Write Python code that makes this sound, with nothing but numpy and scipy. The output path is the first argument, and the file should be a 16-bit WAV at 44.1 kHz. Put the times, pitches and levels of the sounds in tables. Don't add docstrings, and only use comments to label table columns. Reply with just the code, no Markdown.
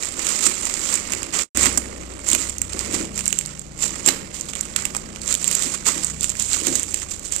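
import sys
import numpy as np
from scipy import signal
from scipy.fft import rfft, irfft
from scipy.io import wavfile
from scipy.ndimage import uniform_filter1d

SR = 44100
rng = np.random.default_rng(int(sys.argv[2]) if len(sys.argv) > 2 else 0)


def transcribe(signal):
    frames = np.atleast_2d(signal).T
    limited = np.clip(frames, -1, 1)
    pcm = np.round(limited * 32767).astype(np.int16)
    wavfile.write(sys.argv[1], SR, pcm)


N = 326340
TIME = np.arange(N) / SR

# (frequency [Hz], level per Hz [dB])
AIR_SPECTRUM = [(22, 7.5), (45, 4), (90, -3.5), (130, -2.5), (220, -3.5), (400, -5), (800, -10),
                (2000, -17.5), (6000, -20.5), (15000, -51)]
# (time [s], firing rate [per s], level [dB], pitch that booms most [Hz])
MOTOR_COURSE = [(0, 26.8, -56.5, 82), (1.4, 31, -48.5, 82), (1.6, 30.3, -38, 71), (2.05, 30.3, -48, 67.6),
                (2.9, 31, -40.5, 90), (3.2, 30, -40.5, 155), (3.8, 28.4, -46, 123), (4.6, 31.5, -45.5, 169),
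                (5.1, 31.6, -44.5, 170), (5.7, 31.2, -47.5, 162), (6.15, 31.3, -40.5, 148),
                (6.9, 29.4, -49, 88), (7.4, 26, -46, 88)]
# (multiple of the firing rate [-], level [dB])
MOTOR_ORDERS = [(2, 0), (3, -5.5), (4, -18.5), (5, -8.5), (6, -9), (7, -2.5)]
# (time [s], level [dB])
HAND_GRIP = [(0, -43.5), (1.3, -41.5), (1.8, -39.5), (2.1, -41.5), (2.6, -47), (2.98, -38), (3.3, -50.5),
             (3.72, -53), (3.83, -40.5), (4.4, -46), (5.1, -44), (5.8, -47.5), (6.4, -47.5), (7.4, -48)]
# (time [s], level [dB], pitch stirred most [Hz])
FINGER_KNOCKS = [(0.466, -25, 270), (1.576, -19.5, 242), (1.665, -19.5, 290), (1.775, -23.5, 266),
                 (2.332, -20.5, 302), (2.745, -21.5, 343), (2.879, -25, 320), (2.937, -19.5, 288),
                 (3.001, -19, 290), (3.324, -30, 400), (4.075, -16, 180), (5.652, -24.5, 280),
                 (5.88, -29, 328), (5.96, -24, 300), (6.2, -33, 190), (6.616, -25.5, 355),
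                 (6.671, -16, 377), (6.717, -20.5, 340)]
# (pitch [Hz], level [dB], time to fade by 60 dB [s])
BOX_MODES = [(176, -6, .1), (204, -7, .08), (245, -1, .14), (277, -2, .15), (299, -4, .12),
             (328, -1.5, .17), (374, -.5, .12), (450, -8, .05), (535, -3, .06), (597, -5, .06)]
# (time [s], level [dB], pitch of the fold [Hz], fold against crack [dB])
CREASE_SNAPS = [(0.195, -21, 1980, -16), (0.2677, -12, 2600, -9.5), (0.4402, -9, 4300, -32),
                (.455, -16, 4450, -25), (.6537, -12.5, 3780, -20), (0.94, -5, 1080, -25),
                (1.1213, -11.5, 2380, -17), (1.1349, -22.5, 2810, 0), (1.2306, -17, 2130, -12),
                (1.5725, -4.5, 1210, -12.5), (1.631, -7, 3510, -33), (1.6571, -18, 1620, 5),
                (1.6654, -18.5, 2220, 0), (1.7749, -3.5, 1020, -13.5), (2.288, -4, 3870, -28),
                (2.3014, -4, 4540, -25), (2.315, -5, 2710, -26), (2.331, -6, 3520, -15),
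                (2.3492, -1.5, 2470, -12), (2.496, -14.5, 2650, -36), (2.583, -13.5, 4440, -31),
                (2.617, -9, 2180, -19), (2.7328, -19.5, 4300, -11), (2.7918, -25.5, 4350, 1),
                (3.1772, -14.5, 2400, -14), (3.191, -17, 2260, -8), (3.208, -26, 2200, -1),
                (3.2571, -12, 3380, -30), (3.264, -19.5, 2400, -6.5), (3.2786, -1.5, 2430, -28),
                (3.3056, -23, 2410, -8), (3.3272, -8.5, 2850, -10.5), (3.3876, -5.5, 3200, -18),
                (3.411, -23, 2380, -6), (3.4602, -19, 4400, -14), (3.594, -20, 3540, -30),
                (4.0612, -1, 2540, -12), (4.0755, -4, 2530, -13), (4.0869, -1, 2130, -5),
                (4.4105, -14, 4470, -28), (4.5344, -34, 2180, 5.5), (4.5531, -22.5, 2560, -6.5),
                (4.6097, -9, 2490, -40), (4.7619, -3, 2580, -10), (4.8529, -9, 2710, -13.5),
                (4.9489, -23.5, 1220, 0.5), (4.966, -10, 1154, -20), (5.1601, -32, 2150, 2.5),
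                (5.2169, -27.5, 4450, -7), (5.326, -10, 3200, -12), (5.341, -8, 3730, -22.5),
                (5.3508, -12.5, 3200, -10), (5.443, -12, 3290, -10), (5.478, -7.5, 2430, -17),
                (5.513, -9.5, 2480, -13), (5.528, -14, 4500, -14), (5.551, -4, 3910, -30),
                (5.6226, -22, 3620, 1.5), (5.6337, -13.5, 3050, -15), (5.857, -19.5, 2355, -16),
                (5.878, -9, 1240, -22), (6.046, -8, 4325, -40), (6.209, -16.5, 4340, -16),
                (6.2306, -10, 2996, -26), (6.2429, -10, 2860, -10.5), (6.294, -13, 2780, -24),
                (6.3012, -13, 2670, -29), (6.353, -29, 2290, -3), (6.3971, -9.5, 3630, -30),
                (6.4242, -12, 4500, -32), (6.532, -15.5, 4000, -4.5), (6.5444, -21.5, 3230, -4),
                (6.6691, -6, 2590, -15), (6.7543, -3.5, 3690, -38), (6.7964, -13.5, 2270, -16),
                (6.8312, -11.5, 2240, -30), (6.9428, -8, 2800, -17), (7.195, -22, 1042, -26),
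                (7.3222, -13.5, 2600, -33), (7.363, -13, 2300, -21)]
# (hardest moment [s], crinkle level [dB], build-up [s], let-go [s],
#                     broad folds against crinkle [dB])
FILM_PULLS = [(.04, -30, 0.26, 0.12, -10.5), (.2, -29.5, 0.041, 0.035, -5.5),
              (0.263, -23.5, 0.039, 0.31, -11.5), (0.466, -18, 0.036, 0.027, -15.5),
              (.65, -27.5, 0.082, 0.11, -10), (.94, -22.5, 0.16, 0.051, -11.5),
              (1.127, -32, 0.19, 0.14, -5), (1.343, -23, 0.013, 0.15, -7.5),
              (1.411, -22, 0.025, 0.063, -17), (1.627, -20, .07, 0.088, -8.5),
              (2.3, -23, 0.042, 0.088, -11.5), (2.42, -26.5, 0.05, 0.083, -11.5),
              (2.859, -31.5, 0.14, 0.056, -7), (2.946, -24, 0.032, 0.067, -11),
              (3.188, -28, 0.035, 0.036, -14), (3.271, -35, 0.039, 0.25, -14), (3.5, -45, 0.098, .05, 1),
              (3.832, -22, 0.028, 0.053, -16), (3.96, -34.5, 0.075, 0.075, -7.5),
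              (4.085, -17.5, 0.025, 0.02, -10), (4.347, -31, .012, 0.084, -14.5),
              (4.495, -31.5, 0.023, 0.026, -15), (4.56, -36.5, .015, 0.18, -7.5),
              (4.768, -32, 0.0068, 0.11, -7), (4.97, -38.5, 0.035, .05, -6), (5.311, -24, 0.056, .035, -13),
              (5.521, -24, 0.12, 0.17, -13.5), (5.645, -27, 0.08, 0.064, -13),
              (5.746, -28, 0.056, 0.022, -10), (5.876, -16, 0.015, 0.038, -12),
              (5.96, -28, 0.047, 0.081, -11), (6.045, -28.5, 0.062, 0.08, -14),
              (6.238, -24.5, 0.03, .025, -21), (6.3, -30.5, 0.05, 0.029, -16),
              (6.402, -24.5, 0.03, 0.077, -20.5), (6.54, -22.5, 0.052, 0.091, -16),
              (6.669, -21, 0.029, 0.049, -13), (6.758, -24.5, .06, 0.057, -15.5),
              (6.96, -30.5, 0.13, 0.053, -16), (7.025, -31, 0.021, 0.019, -13),
              (7.114, -30, 0.018, .055, -19), (7.253, -32, 0.026, 0.047, -27),
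              (7.325, -28, .01, 0.23, -16.5)]
# (frequency [Hz], level per Hz [dB])
CRINKLE_SPECTRUM = [(1500, -10), (3000, -0.5), (5000, -1.5), (6500, -2), (8400, -4.5), (10200, -4.5),
                    (12000, -19.5), (15000, -13.5)]
# (frequency [Hz], level per Hz [dB])
FOLD_SPECTRUM = [(400, 0), (750, -2.5), (1150, 8), (1600, 2), (2400, 9.5), (3400, -8), (5000, -1.5),
                 (9000, -37)]
# (pitch [Hz], width [Hz], boost of each alone [dB])
PORT_RESONANCES = [(7487, 160, 7), (7030, 1060, 12), (8170, 760, 9)]
# (time [s], level [dB])
DROPOUT_COURSE = [(1.42, 0), (1.445, -16), (1.49, -48), (1.495, -80), (1.546, -80), (1.549, 0)]

USUAL_GRIP_DB = -41
SLIDE_DB, SLIDE_S = -15.5, 0.084
DRAG_DB = -7
PULL_ROUNDNESS = 1.35
SETTLE_DB, SETTLE_RISE_S, SETTLE_S = -16.5, 0.015, 0.095
SETTLE_FOLDS_DB = 9.5
RESTING_DB, RESTING_FOLDS_DB = -42.5, -2.5
SHIVER_T60_S = 0.02
CUTOFF_HZ = 15350


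def from_db(db):
    return 10 ** (np.asarray(db) / 20)


def rms_one(x):
    return x / np.sqrt(np.mean(x ** 2) + 1e-20)


def in_time(rows):
    s, *columns = np.transpose(rows)
    return [np.interp(TIME, s, column) for column in columns]


def at_hz(points, hz):
    table_hz, table_db = np.transpose(points)
    return np.interp(np.log(hz), np.log(table_hz), table_db)


def butter(x, hz, kind, order=2):
    edges_hz = np.clip(hz, 10, 0.47 * SR)
    sos = signal.butter(order, edges_hz, kind, fs=SR, output="sos")
    return signal.sosfilt(sos, x + 1e-18)


def resonance(x, hz, width_hz):
    r = np.exp(-np.pi * width_hz / SR)
    feedback = [1, -2 * r * np.cos(2 * np.pi * hz / SR), r * r]
    return signal.lfilter(np.array([1, 0, -1]) * (1 - r * r) / 2, feedback, x + 1e-18)


def drift(rate):
    knots = rng.standard_normal(4000)
    wander = np.interp(TIME * rate, np.arange(len(knots)), knots)
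    return wander * np.sqrt(3 / 2)


def swell(s, rise_s, fall_s, roundness=1.0):
    away = np.maximum((s - TIME) / rise_s, (TIME - s) / fall_s)
    near, gain = away < 12, np.zeros(N)
    gain[near] = np.exp(-away[near] ** roundness)
    return gain


def buckles(per_s, spread_db, top):
    sizes_db = spread_db * np.minimum(rng.exponential(1, N), top)
    sizes = from_db(sizes_db) * rng.choice([-1, 1], N)
    clicks = sizes * (rng.random(N) < per_s / SR)
    power = np.abs(uniform_filter1d(clicks ** 2, size=1500))
    return clicks / np.sqrt(power + 1e-3)


def background(level_db=-45, apart=0.61):
    hz = np.maximum(np.fft.rfftfreq(N, 1 / SR), 1)
    noise = rfft(rng.standard_normal((2, N)))
    mid, side = irfft(noise * from_db(at_hz(AIR_SPECTRUM, hz)), N)
    rush = mid + apart * side * np.array([[1], [-1]])
    return from_db(level_db) * rms_one(butter(rush, 25, "high"))


def motor(boom_db=9, boom_octaves=0.41):
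    per_s, level_db, boom_hz = in_time(MOTOR_COURSE)
    unsteady_per_s = per_s * (1 + 0.00676 * drift(10))
    turn = 2 * np.pi * np.cumsum(unsteady_per_s) / SR
    out = 0
    for multiple, db in MOTOR_ORDERS:
        k = round(multiple)
        octaves_off = np.log2(k * per_s / boom_hz)
        boom = boom_db * np.exp(-(octaves_off / boom_octaves) ** 2)
        gain = from_db(level_db + db + boom + 2.0 * drift(7.8))
        out = out + gain * np.sin(k * turn + rng.uniform(0, 2 * np.pi))
    return out


def rubbing(folds_db):
    hand = from_db(in_time(HAND_GRIP)[0]) ** 2
    drag = from_db(folds_db + DRAG_DB) ** 2
    slides = sum((from_db(db + SLIDE_DB) * swell(s, 0.018, SLIDE_S)) ** 2 for s, db, _ in FINGER_KNOCKS)
    return np.sqrt(hand + drag + slides)


def box(folds_db, knock_db=-7, octaves=0.83, rub_db=11, fingertip_hz=650):
    slips = buckles(500, spread_db=2.0, top=2.1) * rubbing(folds_db)
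    s, level_db, stirred_hz = np.transpose(FINGER_KNOCKS)
    at = np.round(s * SR).astype(int)
    rings = 0
    for hz, db, t60 in BOX_MODES:
        width_hz = np.log(1000) / np.pi / t60
        reach = np.exp(-(np.log2(hz / stirred_hz) / octaves) ** 2) * rng.choice([-1, 1], len(s))
        blows = np.zeros(N)
        blows[at] = from_db(level_db + knock_db) * reach * SR / (2 * np.pi * width_hz)
        drive = butter(blows, fingertip_hz, "low") + from_db(23.0) * slips
        rings = from_db(db) * resonance(drive, hz, width_hz) - rings
    return rings + from_db(rub_db) * butter(slips, [170, 680], "band")


def snaps(crack_hz=6600, crack_width_hz=4200, fold_width_hz=1200, crack_db=-1, fold_db=13,
          travel_s=0.0004, stutter=0.88, stutter_s=0.00058, shiver=0.65, shiver_s=0.0021):
    size = 1024
    out, t, hz = np.zeros(N + size), np.arange(size) / SR, np.fft.rfftfreq(size, 1 / SR)
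    grains = rng.standard_normal((len(CREASE_SNAPS), 2, size))
    flip = irfft(np.exp(-4j * np.pi * travel_s * np.sqrt(hz * crack_hz)))
    for (s, level_db, fold_hz, fold_rel_db), grain in zip(CREASE_SNAPS, grains):
        stutters = stutter * rms_one(grain[0] * t * np.exp(-2 * t / stutter_s))
        shivers = shiver * rms_one(grain[1] * np.sqrt(t) * np.exp(-t / shiver_s))
        drive = flip + (stutters + shivers) / np.sqrt(size)
        crack = resonance(drive, crack_hz, crack_width_hz)
        fold = resonance(drive, fold_hz, fold_width_hz)
        snap = from_db(crack_db) * crack / np.abs(crack).max()
        snap = snap + from_db(fold_db + fold_rel_db) * fold / np.abs(fold).max()
        at = max(round(s * SR), 0)
        out[at:at + size] += from_db(level_db) * snap
    return out[:N]


def handling():
    crinkle = from_db(RESTING_DB + in_time(HAND_GRIP)[0] - USUAL_GRIP_DB) ** 2
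    folds = crinkle * from_db(RESTING_FOLDS_DB) ** 2
    for s, db, rise_s, fall_s, folds_rel_db in FILM_PULLS:
        pull = (from_db(db) * swell(s, rise_s, fall_s, PULL_ROUNDNESS)) ** 2
        settle = (from_db(db + SETTLE_DB) * swell(s, SETTLE_RISE_S, SETTLE_S)) ** 2
        crinkle = crinkle + pull + settle
        duller = pull + settle * from_db(SETTLE_FOLDS_DB) ** 2
        folds = folds + duller * from_db(folds_rel_db) ** 2
    return 10 * np.log10(crinkle), 10 * np.log10(folds)


def scatter(clicks, t60):
    r = from_db(-120 / (t60 * SR))
    power = signal.lfilter([1 - r], [1, -r], clicks ** 2 + 1e-18)
    return np.sqrt(power) * rng.standard_normal(N)


def facets(clicks, spectrum, variety_db=5.0, shiver=1.0):
    edges_hz, at = np.geomspace(350, 17000, num=15), np.flatnonzero(clicks)
    out = 0
    for low, high in zip(edges_hz, edges_hz[1:]):
        strength = from_db(variety_db * np.clip(rng.standard_normal(N)[at], -2, 2))
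        blows = np.zeros(N)
        blows[at] = clicks[at] * strength * np.sign(rng.random(N)[at] - 0.5)
        shaken = blows + shiver * scatter(blows, SHIVER_T60_S)
        band_gain = from_db(at_hz(spectrum, np.sqrt(low * high)))
        out = out + band_gain * butter(shaken, [low, high], "band")
    return rms_one(out)


def film(crinkle_db, folds_db, back_share=0.32, front_share=0.053):
    per_s = 1300 * from_db(0.4 * (crinkle_db + 32.5))
    fine = buckles(per_s, spread_db=2.5, top=2.4) * from_db(1.3 * drift(110))
    stiff = 21 * rng.uniform(0.39, 1.14, N) * (rng.random(N) < 36 / SR)
    clicks = fine + stiff
    crinkle = from_db(crinkle_db - 3.5) * facets(clicks, CRINKLE_SPECTRUM)
    front = from_db(folds_db + 5.5) * facets(clicks, FOLD_SPECTRUM)
    back = from_db(folds_db + 5.5) * facets(clicks, FOLD_SPECTRUM)
    left = 0.85 * crinkle + back_share * back + front_share * front
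    return np.array([left, crinkle + front])


def room(x, room_db=-15, t60=0.39):
    t = np.arange(SR // 2) / SR
    fading = rng.standard_normal((2, len(t))) * from_db(-60 * t / t60) * (t > 0.004)
    tail = rms_one(fading) / np.sqrt(len(t))
    return x + from_db(room_db) * signal.fftconvolve(x, tail, axes=1)[:, :N]


def scene():
    crinkle_db, folds_db = handling()
    parcel = film(crinkle_db, folds_db)
    parcel = parcel + snaps() * from_db([[-5], [1]])
    parcel = parcel + box(folds_db) * from_db([[-2], [0]])
    far = motor() * from_db([[-4], [-2]]) + background() * from_db([[-1], [1]])
    return room(parcel) + far


def record(dry, muffle_hz=300, muffle_top_hz=2700, left_db=6.0, leak_db=-30):
    muffled = butter(butter(dry[0], muffle_hz, "low", order=1), muffle_top_hz, "low", order=4)
    left = from_db(left_db) * muffled + from_db(leak_db) * dry[0]
    right = dry[1]
    for hz, width_hz, db in PORT_RESONANCES:
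        right = right + (from_db(db) - 1) * resonance(right, hz, width_hz)
    both = np.clip([left, right], -0.9, 0.9)
    both = both * from_db(in_time(DROPOUT_COURSE)[0])
    top_cut = signal.ellip(10, 0.2, 70, CUTOFF_HZ, fs=SR, output="sos")
    return signal.sosfilt(top_cut, both)


dry = scene()
out = record(dry)
transcribe(out)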